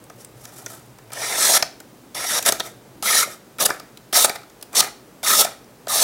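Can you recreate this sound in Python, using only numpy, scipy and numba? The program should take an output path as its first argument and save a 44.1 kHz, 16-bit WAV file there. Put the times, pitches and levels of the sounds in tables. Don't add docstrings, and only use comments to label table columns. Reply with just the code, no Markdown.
import sys
import numpy as np
from scipy import signal
from scipy.io import wavfile
from scipy.ndimage import uniform_filter1d, map_coordinates
from numba import njit

SR = 44100
rng = np.random.default_rng(int(sys.argv[2]) if len(sys.argv) > 2 else 0)


def generate_wav(signal):
    frames = np.transpose(np.atleast_2d(signal))
    scaled = np.clip(frames, -1, 1) * 32767
    pcm = np.round(scaled).astype(np.int16)
    wavfile.write(sys.argv[1], SR, pcm)


N = 266055

# f/Hz, width/Hz, level/dB
SHEET_RESONANCES = [(216, 24, -9), (416, 97, -3.5), (695, 173, 5), (1272, 99, 4), (1778, 192, 0),
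                    (1954, 143, 0.5)]
# f/Hz, width/Hz, level/dB
STRIP_RESONANCES = [(3500, 680, -3.5), (4500, 460, -17), (5625, 600, 4.5), (6440, 69, -7), (7860, 720, 0.5),
                    (8150, 230, -7), (9800, 660, -25), (10200, 460, 1), (11430, 1060, -1)]
STRIP_DRIFT = .012
SPOT_GAP = 37


def undb(db):
    return 10 ** (np.asarray(db) / 20)


def unit(x):
    return x / np.sqrt(np.mean(x ** 2))


@njit
def moving_filter(x, hz):
    y, mid, low = np.empty(len(x)), 0., 0.
    for i in range(len(x)):
        tuning, damping = np.tan(np.pi * hz[0, i] / SR), hz[1, i] / hz[0, i]
        swing = (mid + tuning * (x[i] - low)) / (1 + tuning * (tuning + damping))
        mid, low = 2 * swing - mid, low + 2 * tuning * swing
        y[i] = damping * swing
    return y


def band(x, hz, width_hz):
    return moving_filter(x, np.clip(np.array([hz + 0. * x, width_hz + 0. * x]), 10, .45 * SR))


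def wander(rate):
    hold = int(SR / rate)
    steps = np.repeat(rng.standard_normal(N // hold + 1), hold)
    return 1.3 * uniform_filter1d(uniform_filter1d(steps, hold), hold)[:N]


def gate_and_curves(tables, edge_s):
    t, rows = np.arange(N) / SR, np.concatenate(tables)
    gate = sum((t >= table[0][0]) * (t < table[-1][0]) for table in tables)
    curves = [np.interp(t, rows[:, 0], column) for column in rows.T[1:]]
    return uniform_filter1d(1. * gate, max(1, int(edge_s * SR))), *curves


def ring(x, resonances, flare_db, rate=30, drift=.045):
    out = 0
    for k, (hz, width_hz, db) in enumerate(resonances):
        gain = undb(db + flare_db * np.tanh(wander(rate)))
        out += gain * band(np.roll(x, k * SPOT_GAP), hz * (1 + drift * wander(17)), width_hz)
    return out


def building_hum():
    # f/Hz, relative level/dB
    spectrum = [(30, -33), (50, -10), (90, -19), (160, -7.5), (300, -4), (450, -8.5), (800, -14.5),
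                (1500, -20), (3000, -26), (8000, -27.5), (15000, -27)]
    out, (freqs, levels_db) = 0, np.transpose(spectrum)
    for hz in 30 * 2 ** (np.arange(28) / 3):
        waver_db = 2.0 * min(1, 300 / hz) * wander(3.68)
        noise = band(band(rng.standard_normal(N), hz, hz / 3), hz, hz / 2)
        out += undb(np.interp(np.log(hz), np.log(freqs), levels_db) + waver_db) * noise
    return undb(-48) * unit(out)


def machine_drone():
    # t/s, level/dB
    swells = [(0.0, -56), (0.67, -51), (1.16, -52.5), (1.51, -62), (2.6, -56), (3.79, -58.5), (4.85, -58.5),
              (6.03, -58)]
    _, db = gate_and_curves([swells], edge_s=.01)
    return undb(db) * unit(band(band(rng.standard_normal(N), 129.4, 20), 116.6, 15))


def paper_flicks():
    # t/s, snap peak/dB, snap f/Hz, push/dB and broad crack/dB relative to the snap
    flicks = [(0.0396, -34, 8950, -21, -6), (0.0988, -33, 5630, -5, -1), (0.2083, -38, 8300, -23, -10),
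              (0.247, -25.5, 8300, -30, -12), (0.453, -24, 6000, -14, -5), (0.6614, -16, 5930, -9, -22),
              (0.9853, -38, 5640, 1, -7), (1.103, -38, 2280, 0, -18), (1.1192, -27.5, 4840, -6.5, -9),
              (1.1328, -20.5, 7550, -10, -9), (1.6251, -4, 5050, -9.5, -24), (1.8019, -28, 8000, -7.5, 0),
              (2.148, -31, 4500, 0, -8), (2.426, -14.5, 6600, -20, -3), (2.4615, -1.5, 7100, -12, -6),
              (2.4894, -10, 6500, -6.5, -10), (2.5222, -4.5, 6300, -9.5, -9),
              (2.5979, -16.5, 5400, -3, -19), (2.603, -10.5, 3530, -5, -42), (3.025, -17, 5100, -6, -15),
              (3.5846, -24.5, 3870, 3.5, -10), (3.6605, -5, 7500, -9.5, 6), (3.7021, -14, 5100, 2, -24),
              (3.798, -26.5, 5100, -6, -8), (3.9728, -27.5, 3940, -17, -7), (4.1275, -17.5, 3400, 1, -9),
              (4.2444, -1, 9100, -10.5, -15), (4.2948, -13, 4040, -1, -9), (4.3582, -26.5, 4000, -5, -17),
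              (4.415, -43.5, 4000, 5, -16), (4.4326, -37, 4200, -6, -19), (4.498, -39, 5950, 0.5, -16),
              (4.6122, -32, 4850, -12, -6), (4.626, -21, 4900, -18, 6), (4.7304, -26, 8100, -11, 0),
              (4.7683, -7, 5940, -12, -13), (4.8047, -2.5, 3830, -23, -12), (5.2301, -21, 6310, 0, 4),
              (5.447, -11.5, 5170, -3.5, -11), (5.643, -42, 5370, -29, -20), (5.8696, -27, 3970, 2.5, -19)]
    fade_s = .022
    snaps, push, t = np.zeros(N), np.zeros(N), np.arange(4096) / SR
    for start_s, db, hz, push_db, crack_db in flicks:
        i = int(start_s * SR)
        burst = rng.standard_normal(len(t)) * np.minimum(t / 0.00035, 1) * 1000 ** (-t / fade_s)
        burst /= np.sqrt(np.sum(burst ** 2) / (fade_s * SR / 14))
        snap = band(burst, hz, 0.19 * hz) + undb(crack_db) * band(burst, 7000, 22000)
        snaps[i:i + len(t)] += (undb(db) * snap / np.abs(snap).max())[:N - i]
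        push[i:i + len(t)] += (undb(db + push_db) * burst)[:N - i]
    puff = undb(-7) * band(push, 650, 3300)
    return snaps + undb(10.5) * ring(push, SHEET_RESONANCES, flare_db=4.0) + puff


def fibres(grain_db, catch_db):
    noise = rng.standard_normal(N)
    return unit(noise * undb(grain_db * rng.exponential(size=N) + catch_db * wander(160)))


def paper_rustle():
    # loudest t/s, level/dB, 20 dB rise/s, 20 dB fade/s, push relative to the rub/dB
    rubs = [(0.22, -44.5, 0.06, 0.026, -15), (0.45, -45.5, 0.11, .01, -4), (0.479, -46, 0.036, 0.051, 1),
            (0.577, -42.5, 0.077, 0.15, -2.5), (0.701, -39.5, 0.027, 0.14, -3),
            (1.584, -39, 0.0076, .07, 11), (2.4, -34.5, 0.0054, 0.058, -6), (2.45, -37, 0.034, .006, -4),
            (2.504, -28, .006, 0.032, 3), (2.535, -37, .006, 0.16, 3), (2.667, -37, 0.068, 0.038, 2.5),
            (3.255, -43.5, 0.0052, 0.076, 7.5), (3.335, -40.5, 0.087, 0.047, -2),
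            (3.69, -40, 0.033, 0.026, 14), (3.715, -45, 0.0066, 0.13, 13), (4.285, -34.5, 0.052, 0.027, 8),
            (4.308, -46, 0.0083, 0.073, 12), (4.357, -43, 0.023, .04, 9.5), (4.742, -36.5, 0.018, 0.015, 9),
            (4.827, -28.5, 0.041, 0.072, 8), (5.465, -39.5, 0.011, 0.092, 10)]
    t, gain, push = np.arange(N) / SR, 0, 0
    for peak_s, db, rise_s, fade_s, push_db in rubs:
        rub = undb(db - 20 * np.maximum((peak_s - t) / rise_s, (t - peak_s) / fade_s))
        gain += rub
        push += rub * undb(push_db)
    friction = fibres(grain_db=0.33, catch_db=3.0)
    strip = ring(friction[::-1], STRIP_RESONANCES, flare_db=5.0, rate=32, drift=STRIP_DRIFT)
    bright = band(friction, 5600, 2500) - undb(12.5) * band(friction, 8200, 11000) + undb(8.5) * strip
    return gain * unit(bright) + undb(8.5) * ring(friction * push, SHEET_RESONANCES, flare_db=3.5)


def knife_slices():
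    # t/s, rasp level/dB, taut (tight) paper relative to the rasp/dB
    slices = [
        [(1.12, -43, 0), (1.178, -35.5, -4), (1.224, -28, -2), (1.35, -26.5, -6.5), (1.43, -16, -6),
         (1.522, -16, -16), (1.558, -12.5, -5), (1.576, -14, -5), (1.582, -29, -3)],
        [(2.146, -35, -7), (2.152, -30.5, -3), (2.244, -29, -3), (2.28, -25.5, -10), (2.308, -23, -3),
         (2.388, -20, -9), (2.396, -28, -3)],
        [(2.45, -26, -4), (2.46, -19, -2.5), (2.492, -13.5, -9), (2.5, -22, -9)],
        [(3.025, -30, -4), (3.069, -20.5, -6.5), (3.189, -14.5, -10), (3.235, -22.5, 1), (3.252, -35.5, 4)],
        [(3.592, -34, -7), (3.608, -17.5, -7), (3.632, -19, -12), (3.644, -26, -5)],
        [(3.648, -24, -11), (3.66, -9.5, -11), (3.666, -11.5, -26)],
        [(4.127, -25.5, -17), (4.155, -14, -6), (4.179, -13, -12.5), (4.207, -16, -8.5), (4.237, -15.5, -15),
         (4.245, -16.5, -5), (4.257, -11.5, -14), (4.263, -28, -2)],
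        [(4.748, -33, -13), (4.756, -17, -9.5), (4.808, -11.5, -13.5), (4.812, -20, -1)],
        [(5.232, -38, 5), (5.238, -26.5, -13.5), (5.266, -21, 1), (5.284, -16, -12), (5.304, -16.5, -0.5),
         (5.37, -17, -9), (5.414, -10, -11.5), (5.43, -26.5, 1), (5.452, -25, -9), (5.456, -29, -5)],
        [(5.882, -29, -10), (5.89, -27, -8), (5.914, -23, -0.5), (5.938, -19.5, -6), (6.018, -17, -11),
         (6.03, -10.5, -11)],
    ]
    # slack paper/dB and hiss/dB relative to the rasp,
    # middle edge resonance start f/Hz and end f/Hz, upper taut resonances relative to the lowest/dB
    grips = [(-12.5, -14, 5600, 6800, 1), (-12.5, -13, 5600, 6400, 0.5), (-9, -11, 5600, 8900, -2),
             (-14.5, -11.5, 5700, 7000, 3), (-10.5, -8, 6400, 6070, -1), (-8.5, -13, 12000, 2700, -4),
             (-15, -10, 5200, 7300, -1), (-15, -12, 6300, 6000, -4), (-13.5, -9.5, 5900, 7500, -2),
             (-16, -9, 5900, 6300, -1.5)]
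    # width/Hz, level/dB
    edge_resonances = [(800, 2.5), (1400, 2), (2000, 3)]
    t = np.arange(N) / SR
    ends_s = [s for points in slices for s in (points[0][0], points[-1][0])]

    def per_slice(start, end):
        return np.interp(t, ends_s, np.ravel([start, end], "F"))

    gate, rasp_db, taut_db = gate_and_curves(slices, edge_s=0.0023)
    gain = gate * undb(rasp_db)
    force_db = rasp_db + 20
    slack_db, hiss_db, start_hz, end_hz, upper_db = np.transpose(grips)
    slack_db = per_slice(slack_db, slack_db) - 0.36 * force_db
    hiss_db = per_slice(hiss_db, hiss_db) - wander(20)
    upper_db = taut_db + per_slice(upper_db, upper_db)
    low_hz = (3740 + 26 * force_db) * (1 + .04 * wander(15))
    edge_hz = low_hz, per_slice(start_hz, end_hz), 9680 * (1 + .04 * wander(13))

    cut, strip = fibres(grain_db=0.79, catch_db=2.0), fibres(grain_db=1.5, catch_db=1.5)
    rasp = sum((-1) ** k * undb(db) * band(cut, edge_hz[k], width_hz)
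               for k, (width_hz, db) in enumerate(edge_resonances))
    rasp += undb(-2.0) * ring(strip, STRIP_RESONANCES, flare_db=5.0, rate=37, drift=STRIP_DRIFT)
    echo_s = .0011 * (1 + .07 * wander(4))
    rasp += undb(-12) * map_coordinates(rasp, [(t - echo_s) * SR])
    rasp /= np.sqrt(uniform_filter1d(rasp ** 2, int(0.028 * SR)))
    hiss = undb(hiss_db) * unit(band(band(np.roll(cut, SPOT_GAP), 13800, 6500), 13800, 6500))

    push = cut * gain
    slack = ring(push * undb(slack_db), SHEET_RESONANCES[:3], flare_db=5.0)
    taut = ring(push * undb(taut_db), SHEET_RESONANCES[3:4], flare_db=3.0)
    taut += ring(cut[::-1] * gain * undb(upper_db), SHEET_RESONANCES[4:], flare_db=5.0)
    return gain * (rasp + hiss) + undb(14.0) * slack + undb(12.5) * taut


@njit
def wall_echoes(x, delays, gain, dulling):
    paths, echo, out = np.zeros((8, 4096)), np.zeros(8), np.zeros(len(x))
    for i in range(len(x)):
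        total = 0.
        for k in range(8):
            echo[k] += (1 - dulling) * (gain[k] * paths[k, (i - delays[k]) & 4095] - echo[k])
            total += echo[k]
            out[i] += echo[k] * (1 - 2 * (k % 2))
        for k in range(8):
            paths[k, i & 4095] = x[i] + echo[k] - total / 4
    return out


def scene():
    paper = knife_slices() + paper_rustle() + paper_flicks()
    delays = np.array([431, 563, 709, 887, 1063, 1259, 1481, 1723])
    fade_s = 0.42
    room = wall_echoes(paper + 1e-18, delays, undb(-60 * delays / SR / fade_s), dulling=.2)
    return (paper + undb(-21.5) * room + building_hum() + machine_drone())[None]


def record(dry):
    treble_cut = signal.ellip(10, .2, 70, 16100, fs=SR, output="sos")
    return signal.sosfilt(treble_cut, dry).clip(-1, 1)


dry = scene()
out = record(dry)
generate_wav(out)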